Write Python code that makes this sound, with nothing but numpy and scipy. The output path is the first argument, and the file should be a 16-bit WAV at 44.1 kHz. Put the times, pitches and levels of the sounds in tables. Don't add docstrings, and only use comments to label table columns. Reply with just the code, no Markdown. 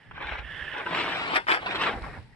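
import sys
import numpy as np
from scipy import signal
from scipy.fft import rfft, irfft
from scipy.io import wavfile
from scipy.ndimage import map_coordinates

SR = 44100
rng = np.random.default_rng(int(sys.argv[2]) if len(sys.argv) > 2 else 0)


def transcribe(signal):
    frames = np.atleast_2d(signal).T
    limited = np.clip(frames, -1, 1)
    pcm = np.round(limited * 32767).astype(np.int16)
    wavfile.write(sys.argv[1], SR, pcm)


N = 103635

# t/s, peak level/dB, relative ring level/dB
KNOCKS = [(0.111, -33.5, -46), (0.178, -31.5, -61), (0.322, -25.5, -45), (0.863, -21.5, -35),
          (0.871, -26, -24.5), (1.468, -23.5, -34), (1.66, -25, -28.5)]


def undb(db):
    return 10 ** (np.asarray(db) / 20)


def unit(x):
    return x / np.sqrt(np.mean(x ** 2))


def clock():
    return np.arange(N) / SR


def curve(rows, column=1):
    rows = np.array(rows, float)
    return np.interp(clock(), rows[:, 0], rows[:, column])


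def lowpass(x, hz, order=1):
    return signal.sosfilt(signal.butter(order, hz, fs=SR, output="sos"), x)


def colour(x, spectrum, size=4096):
    hz, db = np.array(spectrum, float).T
    f = np.maximum(np.fft.rfftfreq(size, 1 / SR), 1)
    gain = undb(np.interp(np.log(f), np.log(hz), db))
    cepstrum = irfft(np.log(gain))
    cepstrum[1:size // 2] *= 2
    cepstrum[size // 2 + 1:] = 0
    response = irfft(np.exp(rfft(cepstrum)))
    return signal.fftconvolve(x, response)[:len(x)]


def wander(hz):
    return unit(lowpass(rng.standard_normal(N), hz, order=2))


def grains(per_s, spread_db, rub):
    hit = rng.random(N) < per_s / SR
    size = undb(spread_db * np.clip(rng.standard_normal(N), -2, 2))
    polarity = np.sign(rng.standard_normal(N))
    return unit(hit * size * polarity) + rub * rng.standard_normal(N)


def collapses(per_s=320, fall_s=0.0039):
    starts = (rng.random(N) < per_s / SR) * (1 + rng.random(N))
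    load = signal.lfilter([1], [1, -np.exp(-1 / (fall_s * SR))], starts)
    return np.minimum(unit(load - load.mean()), 2)


def granular(strokes, spectrum, per_s, spread_db, rub, judder_db, gain_db):
    tilt_hz, fade_s = 1600, 0.006
    breaking = grains(per_s, spread_db, rub) * undb(judder_db * collapses())
    snow = unit(colour(breaking, spectrum))
    dull = lowpass(snow, tilt_hz)
    t, out = clock(), 0
    for rows in strokes:
        outside_s = t - np.clip(t, rows[0][0], rows[-1][0])
        envelope = undb(curve(rows) + gain_db) * np.exp(-(outside_s / fade_s) ** 2)
        tilt = undb(curve(rows, column=2))
        out += envelope * (dull / tilt + (snow - dull) * tilt)
    return out


def impacts(rows, spectrum, fall_s, crumble):
    t, out = clock()[:N // 10], np.zeros(N)
    for onset_s, db, *_ in rows:
        force = crumble * rng.standard_normal(len(t)) * np.exp(-t / fall_s)
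        force[0] = 1
        hit, i = colour(force, spectrum), int(onset_s * SR)
        out[i:i + len(hit)] += (undb(db) * hit / np.abs(hit).max())[:N - i]
    return out


def diffuse(spectrum, width):
    mid, side = (unit(colour(rng.standard_normal(N), spectrum)) for _ in range(2))
    return mid + width * side * np.array([[1], [-1]])


def yard():
    # f/Hz, relative level/dB
    spectrum = [(25, 8), (60, -11), (130, -1), (300, -12), (600, -12.5), (880, -6.5), (1100, -17),
                (2000, -7.5), (3500, -29.5), (5400, -22.5), (6300, -40), (8000, -35.5), (12000, -39)]
    return undb(-58.5) * diffuse(spectrum, width=0.59)


def pole():
    # t/s, level/dB
    slide = [(0, -59), (0.08, -59.5), (0.36, -65), (0.45, -43), (0.6, -38), (0.72, -38), (0.8, -39.5),
             (0.85, -45.5), (0.9, -100)]
    # f/Hz, relative level/dB
    spectrum = [(150, -27), (350, -13.5), (950, -15.5), (1350, -13), (1600, -3), (1750, 4), (1900, -3.5),
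                (2300, -14), (2700, -10.5), (3020, -9), (3450, -13.5), (4100, -38), (5500, -30.5),
                (6300, -44), (12000, -64)]
    friction = grains(per_s=5000, spread_db=2.5, rub=1.0) * undb(0.5 * wander(78))
    return unit(colour(friction, spectrum)) * undb(curve(slide))


def flowing_snow():
    # t/s, relative rumble level/dB, relative powder level/dB
    flow = [(0, -88, -77), (0.07, -55, -78), (0.12, -48.5, -86), (0.35, -55.5, -75), (0.55, -49.5, -62),
            (0.8, -57.5, -61), (1.05, -48, -57), (1.45, -56, -63), (1.8, -49, -56.5), (2.05, -44.5, -59),
            (2.2, -49.5, -63.5), (2.35, -57.5, -75.5)]
    # f/Hz, relative level/dB
    rumble_spectrum = [(20, -15), (35, -3.5), (52, -7), (75, -8.5), (125, -4.5), (220, -14), (450, -29.5),
                       (1500, -86)]
    powder_spectrum = [(1000, -20), (2500, 6), (5400, 1), (6300, -11), (8000, -7), (10000, -7.5),
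                       (12000, -17)]
    rumble = diffuse(rumble_spectrum, width=0.54) * undb(curve(flow))
    powder = diffuse(powder_spectrum, width=0.98) * undb(curve(flow, column=2) + 1.6 * wander(150))
    return rumble + powder


def thuds(rise_s=0.011, fall_s=0.017, grit=0.29):
    # t/s, relative level/dB, f/Hz
    landings = [(0.086, -42.5, 117.5), (0.243, -35, 58.6), (0.311, -31, 61), (0.386, -33.5, 58),
                (0.438, -36, 60.5), (0.606, -37, 60.3), (0.632, -40, 62), (1.012, -45.5, 108),
                (1.932, -37.5, 54.7), (1.954, -34.5, 63), (2.011, -32, 54.4), (2.047, -40, 51.7),
                (2.081, -35.5, 56.4), (2.175, -37, 85.6), (2.198, -42.5, 117)]
    out = 0
    for onset_s, db, hz in landings:
        age = np.maximum(clock() - onset_s, 0)
        envelope = (1 - np.exp(-age / rise_s)) * np.exp(-age / fall_s)
        wave = np.sin(2 * np.pi * hz * age) + grit * wander(86)
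        out += 0.77 * undb(db) * envelope / envelope.max() * wave
    return out


def knocks():
    # f/Hz, relative level/dB
    spectrum = [(100, -28.5), (400, -7.5), (750, -1), (1030, -1), (1250, -0.5), (1500, 7.5), (2000, -9.5),
                (2700, -7), (4000, -27), (12000, -60)]
    return impacts(KNOCKS, spectrum, fall_s=0.0054, crumble=0.23)


def blade_ring():
    # f/Hz, relative level/dB, T60/s
    modes = [(347, -15, 0.038), (1003, -5, 0.11), (1295, -6, 0.036)]
    out = 0
    for onset_s, _, ring_db in KNOCKS:
        age = np.maximum(clock() - onset_s, 0)
        for hz, db, t60 in modes:
            detuned_hz = hz * (1 + 0.004 * rng.standard_normal())
            out += undb(ring_db + db - 60 * age / t60) * np.sin(2 * np.pi * detuned_hz * age)
    return out


def scrapes(per_s=3500):
    # t/s, relative level/dB, tilt/dB
    light_strokes = [
        [(0.14, -47.5, -1), (0.174, -47.5, 10.5), (0.178, -49, 2.5), (0.215, -37, -2), (0.27, -36.5, 0.5),
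         (0.332, -35.5, 3.5), (0.368, -38.5, -0.5), (0.395, -35.5, 3.5), (0.425, -51, -8)],
        [(0.735, -42, 5), (0.745, -37.5, -3.5), (0.775, -38.5, -3), (0.8, -35, -2.5), (0.82, -39.5, -3),
         (0.842, -49, -12.5)],
    ]
    push = [(0.86, -47.5, -14), (0.892, -35, 0), (0.92, -32.5, -6.5), (0.96, -28, 0.5), (1.01, -27, 0.5),
            (1.06, -31, -1), (1.14, -30, 1), (1.25, -33, 1), (1.34, -29.5, -0.5)]
    spill = [(1.598, -51.5, -4), (1.62, -39.5, -2), (1.657, -41, -6.5), (1.661, -30, 3), (1.695, -35.5, -5),
             (1.715, -28.5, 2.5), (1.74, -36, -4.5), (1.755, -25, 1), (1.774, -35.5, -1),
             (1.809, -30, -1.5), (1.815, -26, 3), (1.889, -28, -4), (1.94, -40, -3.5)]
    # f/Hz, relative level/dB
    light_spectrum = [(190, -27), (300, -5.5), (430, -3.5), (530, -5), (700, -6), (830, 1.5), (1000, -3),
                      (1300, -5), (1550, 1.5), (1900, -7), (2250, -0.5), (2700, -9), (3900, -16),
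                      (4800, -39), (5500, -26), (6300, -44.5), (12000, -53.5)]
    heavy_spectrum = [(60, -37), (170, -4), (240, -7.5), (300, -1.5), (550, -5.5), (750, -1), (1550, -1.5),
                      (1900, -2), (2400, -3), (3500, -9), (4800, -21), (5500, -21.5), (6300, -37),
                      (7800, -32), (10000, -45.5), (12000, -80)]
    light = granular(light_strokes, light_spectrum, per_s,
                     spread_db=2.0, rub=0.43, judder_db=1.5, gain_db=-1.27)
    heavy = granular([push, spill], heavy_spectrum, per_s,
                     spread_db=4.5, rub=0.54, judder_db=1.0, gain_db=-0.26)
    return light + heavy


def cracks():
    # t/s, peak level/dB
    snaps = [(0.225, -25.5), (0.27, -24.5), (0.331, -28), (0.949, -12.5), (1.0, -16), (1.366, -8.5),
             (1.378, -25), (1.486, -19), (1.509, -24), (1.5166, -7), (1.5225, -10), (1.883, -24)]
    # f/Hz, relative level/dB
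    spectrum = [(100, -25.5), (400, -2), (800, -12.5), (1500, -7), (2300, 0.5), (3000, -7.5), (4000, -12),
                (5400, -35), (6300, -41), (7700, -34), (11500, -54)]
    return impacts(snaps, spectrum, fall_s=0.00075, crumble=0.019)


def ice_ticks():
    # t/s, peak level/dB
    strikes = [(0.782, -39), (1.109, -44), (1.823, -31), (2.022, -38)]
    # f/Hz, relative level/dB
    spectrum = [(1000, -26), (3200, 5), (4500, 6), (5600, 11), (6400, -12), (8300, -5.5), (12000, -25.5)]
    return impacts(strikes, spectrum, fall_s=0.0011, crumble=0.2)


def crunches():
    # t/s, relative level/dB, tilt/dB
    breaks = [
        [(1.345, -32, -1.5), (1.351, -29, 5.5), (1.368, -25, 0.5), (1.381, -29.5, -2), (1.391, -36.5, -7),
         (1.42, -47, 1), (1.445, -58, -8)],
        [(1.478, -41, 3), (1.481, -28, -1), (1.5, -26.5, -2.5), (1.518, -26, 2), (1.535, -29, 1.5),
         (1.556, -30, 3), (1.575, -34, -3.5), (1.6, -49, -8)],
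    ]
    # f/Hz, relative level/dB
    spectrum = [(80, -45), (230, -21), (330, -8), (520, -9), (780, -1.5), (1200, -4.5), (1600, 0.5),
                (2300, -5.5), (2900, -11), (3500, -12), (4100, -31), (4600, -16), (5500, -20.5),
                (6300, -40), (7700, -33), (11500, -38.5)]
    return granular(breaks, spectrum, per_s=2500, spread_db=4.5, rub=0.43, judder_db=0.8, gain_db=2.5)


def patter():
    # t/s, relative level/dB, tilt/dB
    shower = [(1.93, -39, -0.5), (1.96, -38, -3), (1.99, -44.5, -4), (2.02, -42.5, -1), (2.05, -35, 2.5),
              (2.08, -42, 0), (2.108, -46.5, 5.5), (2.168, -40.5, 0), (2.205, -58, -6.5), (2.26, -71, 8)]
    # f/Hz, relative level/dB
    spectrum = [(70, -11), (160, -1), (850, 1), (1200, -3), (1700, -2), (2300, -7.5), (3300, -27),
                (5400, -26), (6300, -49), (12000, -43)]
    return granular([shower], spectrum, per_s=1400, spread_db=4.5, rub=0.5, judder_db=0.5, gain_db=-0.8)


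def squeak():
    # t/s, peak level/dB, f/Hz, half length/s
    chirp = (2.333, -47, 1920, 0.005)
    centre_s, db, hz, half_s = chirp
    phase = 2 * np.pi * np.cumsum(hz * (1 + 0.017 * wander(180))) / SR
    return undb(db) * np.exp(-((clock() - centre_s) / half_s) ** 2) * np.sin(phase)


def ports(x, lead_ms, pan_db, shadow_hz):
    low = lowpass(x, shadow_hz)
    left = low + (x - low) * undb(pan_db / 2)
    right = low + (x - low) * undb(-pan_db / 2)
    delayed = np.arange(N) - lead_ms * SR / 1000
    return np.array([left, map_coordinates(right, [delayed], mode="nearest")])


def eaves(x, rise_s=0.0001, fall_s=0.0062, low_hz=716, hop=1024):
    t = clock()[:2 * hop]
    decay = np.exp(-t / fall_s) * (1 - np.exp(-t / rise_s))
    window = np.sin(np.linspace(0, np.pi, 2 * hop))
    treble = np.pad(x - lowpass(x, low_hz), ((0, 0), (0, 4 * hop)))
    out = np.zeros(treble.shape)
    for i in range(0, N, hop):
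        echoes = rng.standard_normal((2, len(t))) * decay / np.linalg.norm(decay)
        reflected = signal.fftconvolve(treble[:, i:i + 2 * hop] * window, echoes, axes=1)
        out[:, i:i + reflected.shape[1]] += reflected
    return out[:, :N]


def scene():
    # t/s, lead of the left port/ms, treble level left minus right/dB
    place = [(0, 0.13, -2.5), (0.3, -0.016, 2), (0.78, 0.035, 1), (1.1, 0.025, 2), (1.3, 0.22, 4),
             (1.52, 0.27, 5), (1.68, 0.19, -2.5), (1.83, 0.016, 2), (2.18, -0.00032, 0.5)]
    raking = patter() + cracks() + knocks() + blade_ring() + ice_ticks()
    raking += scrapes() + crunches() + squeak()
    snow = ports(raking, lead_ms=curve(place), pan_db=curve(place, column=2), shadow_hz=910)
    slide = ports(pole(), lead_ms=0.0083, pan_db=-6.5, shadow_hz=300)
    clumps = ports(thuds(), lead_ms=-0.18, pan_db=-9.0, shadow_hz=22)
    return snow + slide + clumps + flowing_snow() + undb(-1) * eaves(snow + 0.5 * slide) + yard()


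def record(dry):
    left = colour(dry[0], [(1000, 0.5), (2200, -1.44), (4000, -0.7),
                           (5800, -1.8), (7500, 1.5), (12000, -2.0)])
    right = colour(dry[1], [(1000, -0.5), (2200, -0.56), (4000, 0.5),
                            (5800, -10.0), (7500, -7), (12000, -9)])
    bass_cut = signal.butter(2, 35, "high", fs=SR, output="sos")
    top_cut = signal.ellip(8, 0.2, 70, 11700, fs=SR, output="sos")
    return signal.sosfilt(top_cut, signal.sosfilt(bass_cut, np.array([left, right])))


dry = scene()
out = record(dry)
transcribe(out)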